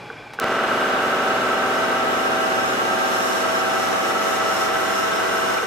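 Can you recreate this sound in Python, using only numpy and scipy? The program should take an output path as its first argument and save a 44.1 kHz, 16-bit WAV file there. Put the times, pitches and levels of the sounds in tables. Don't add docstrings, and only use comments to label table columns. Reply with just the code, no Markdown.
import sys
import numpy as np
from scipy import signal
from scipy.fft import rfft, irfft, next_fast_len
from scipy.io import wavfile
from scipy.ndimage import uniform_filter1d

SR = 44100
rng = np.random.default_rng(int(sys.argv[2]) if len(sys.argv) > 2 else 0)


def write(x):
    x = np.atleast_2d(x).T
    wavfile.write(sys.argv[1], SR, np.round(np.clip(x, -1, 1) * 32767).astype(np.int16))


N = 249853
T = np.arange(N) / SR
CYCLE = 1882
START_S, STOP_S = .39, 5.585
FADE_IN_DB, FADE_IN_S, COAST_S = -3.5, .17, .011
SIDES = np.array([[1], [-1]])


def lathe():
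    machine = steady(headstock() + casing() + gears())
    return undb(running_db(coast_db=-3.5)) * machine + undb(running_db(coast_db=0)) * tool_hiss()


# frequency in Hz, relative level in dB.
HEADSTOCK_SPECTRUM = [(530, -41), (900, -24.5), (1070, -13.5), (1230, -6), (1260, -5.5), (1340, -2),
                      (1390, -9), (1550, -11), (1820, -15.5), (2600, -17.5), (2920, -17), (3180, -19.5),
                      (5000, -30), (6500, -43), (11000, -120)]
# centre in Hz, width in Hz, lift in dB.
HEADSTOCK_RINGS = [(1216, 81, -3.5), (1556, 93, 3.5), (1750, 52, 1.5), (1963, 30, 9), (2846, 94, 4.5),
                   (3012, 45, 3.5), (3120, 60, -5.5)]


def headstock():
    ring = coloured(recurring(slip_rad=1.091, uneven_db=.82), HEADSTOCK_SPECTRUM, HEADSTOCK_RINGS)
    return undb(-23.5 + .086 * walk(24)) * ring


# frequency in Hz, relative level in dB.
CASING_SPECTRUM = [(12, -60), (20, -27.5), (70, -25), (157, -17), (243, -7), (302, -11.5), (370, -6),
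                   (592, -4), (643, -10.5), (711, -7.5), (774, -3.5), (841, -10.5), (1100, -8.5),
                   (1430, -44), (2420, -120)]
# centre in Hz, width in Hz, gain in dB.
CASING_NOTCHES = [(584, 130, -3.5), (870, 63, -1)]


def casing():
    rumble = coloured(recurring(slip_rad=1.081, uneven_db=1.7), CASING_SPECTRUM, CASING_NOTCHES)
    return undb(-25.5 + .66 * walk(16)) * rumble


# pitch in Hz, relative level in dB.
GEAR_LINES = [(195, -19), (235, -14), (258, -10), (353, -13), (379, -7), (420, -11), (447, -16), (467, -9),
              (560, -13), (591, -7), (609, -9), (682, -13), (753, -10), (915, -14), (1126, -12),
              (1142, -14), (1174, -12), (1195, -10), (1218, -11), (1295, -5), (1309, -1.2), (1333, -8),
              (1360, -11), (1380, -12), (1407, -14), (1433, -9), (1448, -12), (1505, -7), (1525, -6.5),
              (1572, -4.5), (1588, -11), (1711, -14), (1830, -19), (1969, -17), (2880, -17)]


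def gears():
    whine = 0
    for hz, db in GEAR_LINES:
        flutter_db, waver_hz = (1.7, 2) if hz < 1000 else (2.6, 3)
        whine += undb(db + flutter_db * walk(32)) * tone(hz + waver_hz * walk(14))
    return undb(-30) * whine


# frequency in Hz, relative level in dB.
TOOL_SPECTRUM = [(2060, -61), (3500, -3.5), (3940, -6), (4940, -13), (5300, -2.5), (5700, -7.5),
                 (6260, -4.5), (7010, -8), (8450, -9), (9340, -13.5), (11700, -12.5), (12900, -19),
                 (13300, -11.5), (13800, -10), (14100, -24), (15600, -34)]
# centre in Hz, width in Hz, lift in dB.
TOOL_RINGS = [(5350, 130, 7), (6190, 130, 5)]
# time in seconds, level in dB.
TOOL_FEED = [(.45, -39.5), (.9, -40), (1.7, -37.5), (2.4, -36.5), (2.7, -35), (2.95, -34.5), (3.1, -32.5),
             (3.4, -32), (3.6, -32.5), (3.8, -33), (4.1, -33), (4.5, -32), (4.8, -32.5), (5.05, -31.5),
             (5.25, -33.5), (5.67, -34.5)]
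# start in seconds, dip in dB, recovery time in seconds.
TOOL_SLIPS = [(3.44, -3.5, .08), (3.615, -2, .08), (4.12, -3, .1), (4.39, -4.5, .03), (4.685, -5, .045),
              (5.055, -3, .12)]


def tool_hiss():
    slip_db = sum(dip_db * since(s, regrip_s) for s, dip_db, regrip_s in TOOL_SLIPS)
    cut_db = curve(TOOL_FEED) + slip_db
    grit = undb(3.6 * uniform_filter1d(rng.exponential(1, N), size=4))
    scrape = grit * recurring(slip_rad=1.26, uneven_db=2.5)
    plain = coloured(scrape, TOOL_SPECTRUM)
    ringing = 1.123 * coloured(scrape, TOOL_SPECTRUM, TOOL_RINGS) - plain
    hiss = plain + undb(.7 * (cut_db - cut_db.max()) + 1.5 * walk(24)) * ringing
    body = signal.sosfiltfilt(signal.butter(3, 9000, fs=SR, output="sos"), hiss)
    sizzle = hiss - body
    sizzle_db = -.3 - 8 * since(START_S, .12) + .3 * slip_db + .5 * walk(13)
    return undb(cut_db + .76 * walk(14)) * (body + undb(sizzle_db) * sizzle)


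# time in seconds, pitch in Hz.
SLOT_PITCH = [(.45, 652.6), (1.5, 650.7), (2.8, 651.2), (3.6, 652.2), (5.6, 652.8)]
# steps of twice the mains above the slot tone, level against it in dB,
# late phase gap between left and right in radians.
SLOT_SIDEBANDS = [(1, -2.5, 3.3), (2, -9, .5)]


def motor(mains_hz=60, part_s=4.9):
    slot_hz, hum_hz = curve(SLOT_PITCH), 2 * mains_hz
    parted = np.clip((T - part_s) / .13, 0, 1) * SIDES / 2
    whine = tone(slot_hz + .8 * walk(12)) * undb(1.5 * walk(14))
    for step, db, gap_rad in SLOT_SIDEBANDS:
        sideband = tone(slot_hz + step * hum_hz + .81 * walk(3.96), gap_rad * parted)
        whine = whine + undb(db + .58 * walk(11)) * sideband
    hum = undb(-52 + 1.7 * walk(5.3)) * tone(np.full(N, hum_hz))
    return undb(-32.5 + running_db(coast_db=-29)) * whine + hum


# start in seconds, level in dB, brightness in dB per octave.
BENCH_KNOCKS = [(0.101, -25.5, 1), (0.388, -19.5, 2), (5.629, -19.5, -5)]
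# pitch in Hz, relative level in dB, seconds to fade by 60 dB.
BENCH_MODES = [(461, -7, 0.14), (794, -4.5, 0.04), (1136, -8, 0.051), (1510, 9.5, 0.018), (2700, -15, .03),
               (3950, -26, 0.027)]


def knocks():
    out, t = np.zeros(N + SR), np.arange(SR // 8) / SR
    attack = 1 - np.exp(-t / .001)
    for s, db, tilt_db in BENCH_KNOCKS:
        ring = sum(undb(mode_db + tilt_db * np.log2(hz / 1000)) * ping(t, hz, t60, rng.random())
                   for hz, mode_db, t60 in BENCH_MODES)
        out[int(s * SR):][:len(t)] += undb(db) * ring * attack
    return out[:N]


# level in dB, half width in milliseconds.
START_CLICKS = [(-2.5, .018), (-1.5, .14), (-12, .08), (-21, .06)]


def clicks(first_s=.3998):
    out, ms = np.zeros(N), np.arange(-40, 160) * 1000 / SR
    for k, (db, width_ms) in enumerate(START_CLICKS):
        out[int(first_s * SR) + k * CYCLE - 40:][:len(ms)] += undb(db) * np.exp(-abs(ms) / width_ms)
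    return signal.sosfilt(signal.butter(1, 250, "high", fs=SR, output="sos"), out)


def switch_tick():
    t = np.maximum(T - (STOP_S - .003), 0)
    attack = 1 - np.exp(-t / .002)
    return undb(-18.5) * ping(t, hz=2400, t60=.03) * attack


def scuff(start_s=.334, decay_s=.012):
    band = signal.butter(1, [700, 1400], "band", fs=SR, output="sos")
    rub = signal.sosfilt(band, 2.9 * rng.standard_normal(N))
    attack = np.clip((T - start_s) / .0015, 0, 1)
    return undb(-29) * rub * attack * since(start_s, decay_s)


# frequency in Hz, relative level in dB.
WORKSHOP_SPECTRUM = [(15, -69), (25, -39), (45, -14), (95, -8), (118, -1.5), (202, -8), (856, -6.5),
                     (1960, -14.5), (2300, -12), (3010, -18.5), (3350, -23), (3830, -20.5), (15000, -47)]
# centre in Hz, width in Hz, lift in dB.
WORKSHOP_RINGS = [(420, 140, 4), (834, 28, 9.5), (1546, 84, 12.5), (2380, 190, 10), (3360, 120, 14),
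                  (4640, 50, 7), (5130, 130, 9)]


def workshop(fade_db_per_s=9):
    hiss = coloured(rng.standard_normal(N), WORKSHOP_SPECTRUM, WORKSHOP_RINGS)
    return undb(-37 - fade_db_per_s * np.minimum(T, START_S)) * hiss


# frequency in Hz, widest slow phase gap in radians, seconds until
# it closes, seconds the sides hold together before trembling, tremble in radians.
STEREO_PARTING = [(60, 1.5, 8, 1.3, 1.6), (250, 1.6, 8, 1.1, 1.1), (700, 1.8, 8, .9, 1.3),
                  (1000, 2, 5.2, .35, 1.9), (1600, 2.2, 5.2, .25, 1.8), (2500, 2, 5.2, .1, 2.1),
                  (5000, 2, 5.2, .06, 2.3)]
# centre in Hz, half width in Hz, then the lead of
# the left side in radians at each of the times that DRIFT_TIMES lists in seconds.
LINE_DRIFTS = [(195, 14, 0, 1.1, .7, .7), (235, 11, 0, 1.1, 3, 6.3), (258, 11, .1, .6, 1.8, 2.8),
               (353, 12, .5, .4, -1.6, -2.4), (379, 12, 0, -.1, -1.7, -1.1), (420, 14, 0, -1.5, -3.7, -6.1),
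               (467, 14, .2, -.7, -1, -.4), (560, 14, -.2, .4, .6, -2.4), (600, 20, .3, 2.3, 2.9, 2.8),
               (771, 20, .6, .4, -1, -2), (892, 14, .1, .2, .1, -1.3), (1312, 32, -1.8, 2.4, 5, 7.8),
               (1515, 22, -.1, -3, -4.4, -.6), (1580, 20, .1, -1.3, 1.8, 6.3),
               (1965, 24, 1.6, 7.4, 11, 14.4), (2870, 45, -2, -1.6, -4.1, -4.5),
               (3015, 25, 3.1, 1.1, 2.1, .2)]
DRIFT_TIMES = [1, 2.4, 3.8, 5.2]


def drift_apart(x, start_s=.34):
    frames = dict(fs=SR, nperseg=2 * CYCLE, noverlap=3 * CYCLE // 2)
    hz, s, spectra = signal.stft(x, **frames)
    row_hz, *columns = np.transpose(STEREO_PARTING)
    gap, close_s, hold_s, shake = (np.interp(hz, row_hz, c)[:, None] for c in columns)
    line = (np.arange(len(hz)) + 1) // 2
    wander, tremble = rng.standard_normal((2, line[-1] + 1, len(s)))[:, line]
    way = np.sign(uniform_filter1d(rng.standard_normal(line[-1] + 1), size=3))[line, None]
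    elapsed = np.maximum(s - start_s, 0)
    lead = way * gap * np.sin(np.pi * elapsed / close_s) ** 2
    lead += np.cumsum(wander * (s > start_s), axis=1) * np.sqrt(s[1] / (4 * hold_s))
    for centre, half_width, *path in LINE_DRIFTS:
        lead[abs(hz - centre) < half_width] = np.interp(s, [start_s, *DRIFT_TIMES], [0, *path])
    lead += shake * uniform_filter1d(tremble, size=2, axis=1) * (1 - np.exp(-elapsed / hold_s))
    return np.array([signal.istft(spectra * np.exp(.5j * side * lead), **frames)[1][:N]
                     for side in (1, -1)])


def recurring(slip_rad, uneven_db):
    count = N // CYCLE + 2
    offset, start = rng.standard_normal((2, CYCLE // 2 + 1, 1))
    step, size = rng.standard_normal((2, CYCLE // 2 + 1, count))
    phase = 9 * start + np.cumsum(.7 * offset + slip_rad * step, axis=1)
    lines = undb(uneven_db * size) * np.exp(1j * phase)
    cycles = np.tile(irfft(lines.T, CYCLE), 2) * np.hanning(2 * CYCLE)
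    return (cycles[1:, :CYCLE] + cycles[:-1, CYCLE:]).ravel()[:N]


def coloured(x, spectrum, rings=()):
    size = next_fast_len(N)
    hz = np.maximum(np.arange(size // 2 + 1) * SR / size, 1)
    point_hz, point_db = np.transpose(spectrum)
    db = np.interp(np.log(hz), np.log(point_hz), point_db, left=-120, right=-120)
    for centre, width, lift_db in rings:
        db += lift_db / (1 + (2 * (hz - centre) / width) ** 2)
    shaped = irfft(rfft(x, size) * undb(db), size)[:N]
    return shaped / shaped.std()


def steady(x):
    spectra = signal.stft(x, SR, nperseg=CYCLE)[2]
    power = uniform_filter1d(abs(spectra) ** 2, size=3, axis=0) + 1e-18
    swell = uniform_filter1d(power, size=6, axis=1) / power.mean(axis=1, keepdims=True)
    return signal.istft(spectra / np.sqrt(swell), SR, nperseg=CYCLE)[1][:N]


def running_db(coast_db):
    return FADE_IN_DB * since(START_S, FADE_IN_S) + coast_db * ((T >= STOP_S) - since(STOP_S, COAST_S))


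def tone(hz, shift_rad=0):
    return np.sqrt(2) * np.sin(2 * np.pi * (np.cumsum(hz) / SR + rng.random()) + shift_rad)


def ping(t, hz, t60, turns=0):
    return np.sin(2 * np.pi * (hz * t + turns)) * np.exp(-np.log(1000) * t / t60)


def walk(rate):
    hold = int(SR / rate)
    steps = np.repeat(rng.standard_normal(N // hold + 1), hold)
    return 1.187 * uniform_filter1d(uniform_filter1d(steps, hold), hold)[:N]


def since(s, tau):
    return (T >= s) * np.exp(-np.maximum(T - s, 0) / tau)


def curve(table):
    return np.interp(T, *np.transpose(table))


def undb(db):
    return 10 ** (np.asarray(db) / 20)


def scene():
    on = np.clip((T - START_S) / .03, 0, 1)
    room = undb(-16.5) * workshop() * SIDES + workshop()
    machine = undb(-.125 * SIDES) * (drift_apart(on * lathe()) + on * motor())
    return machine + knocks() + clicks() + switch_tick() + scuff() + (1 - on) * room


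def record(dry, top_hz=15700):
    return signal.sosfilt(signal.ellip(8, .2, 80, top_hz, fs=SR, output="sos"), dry)


dry = scene()
out = record(dry)
write(out)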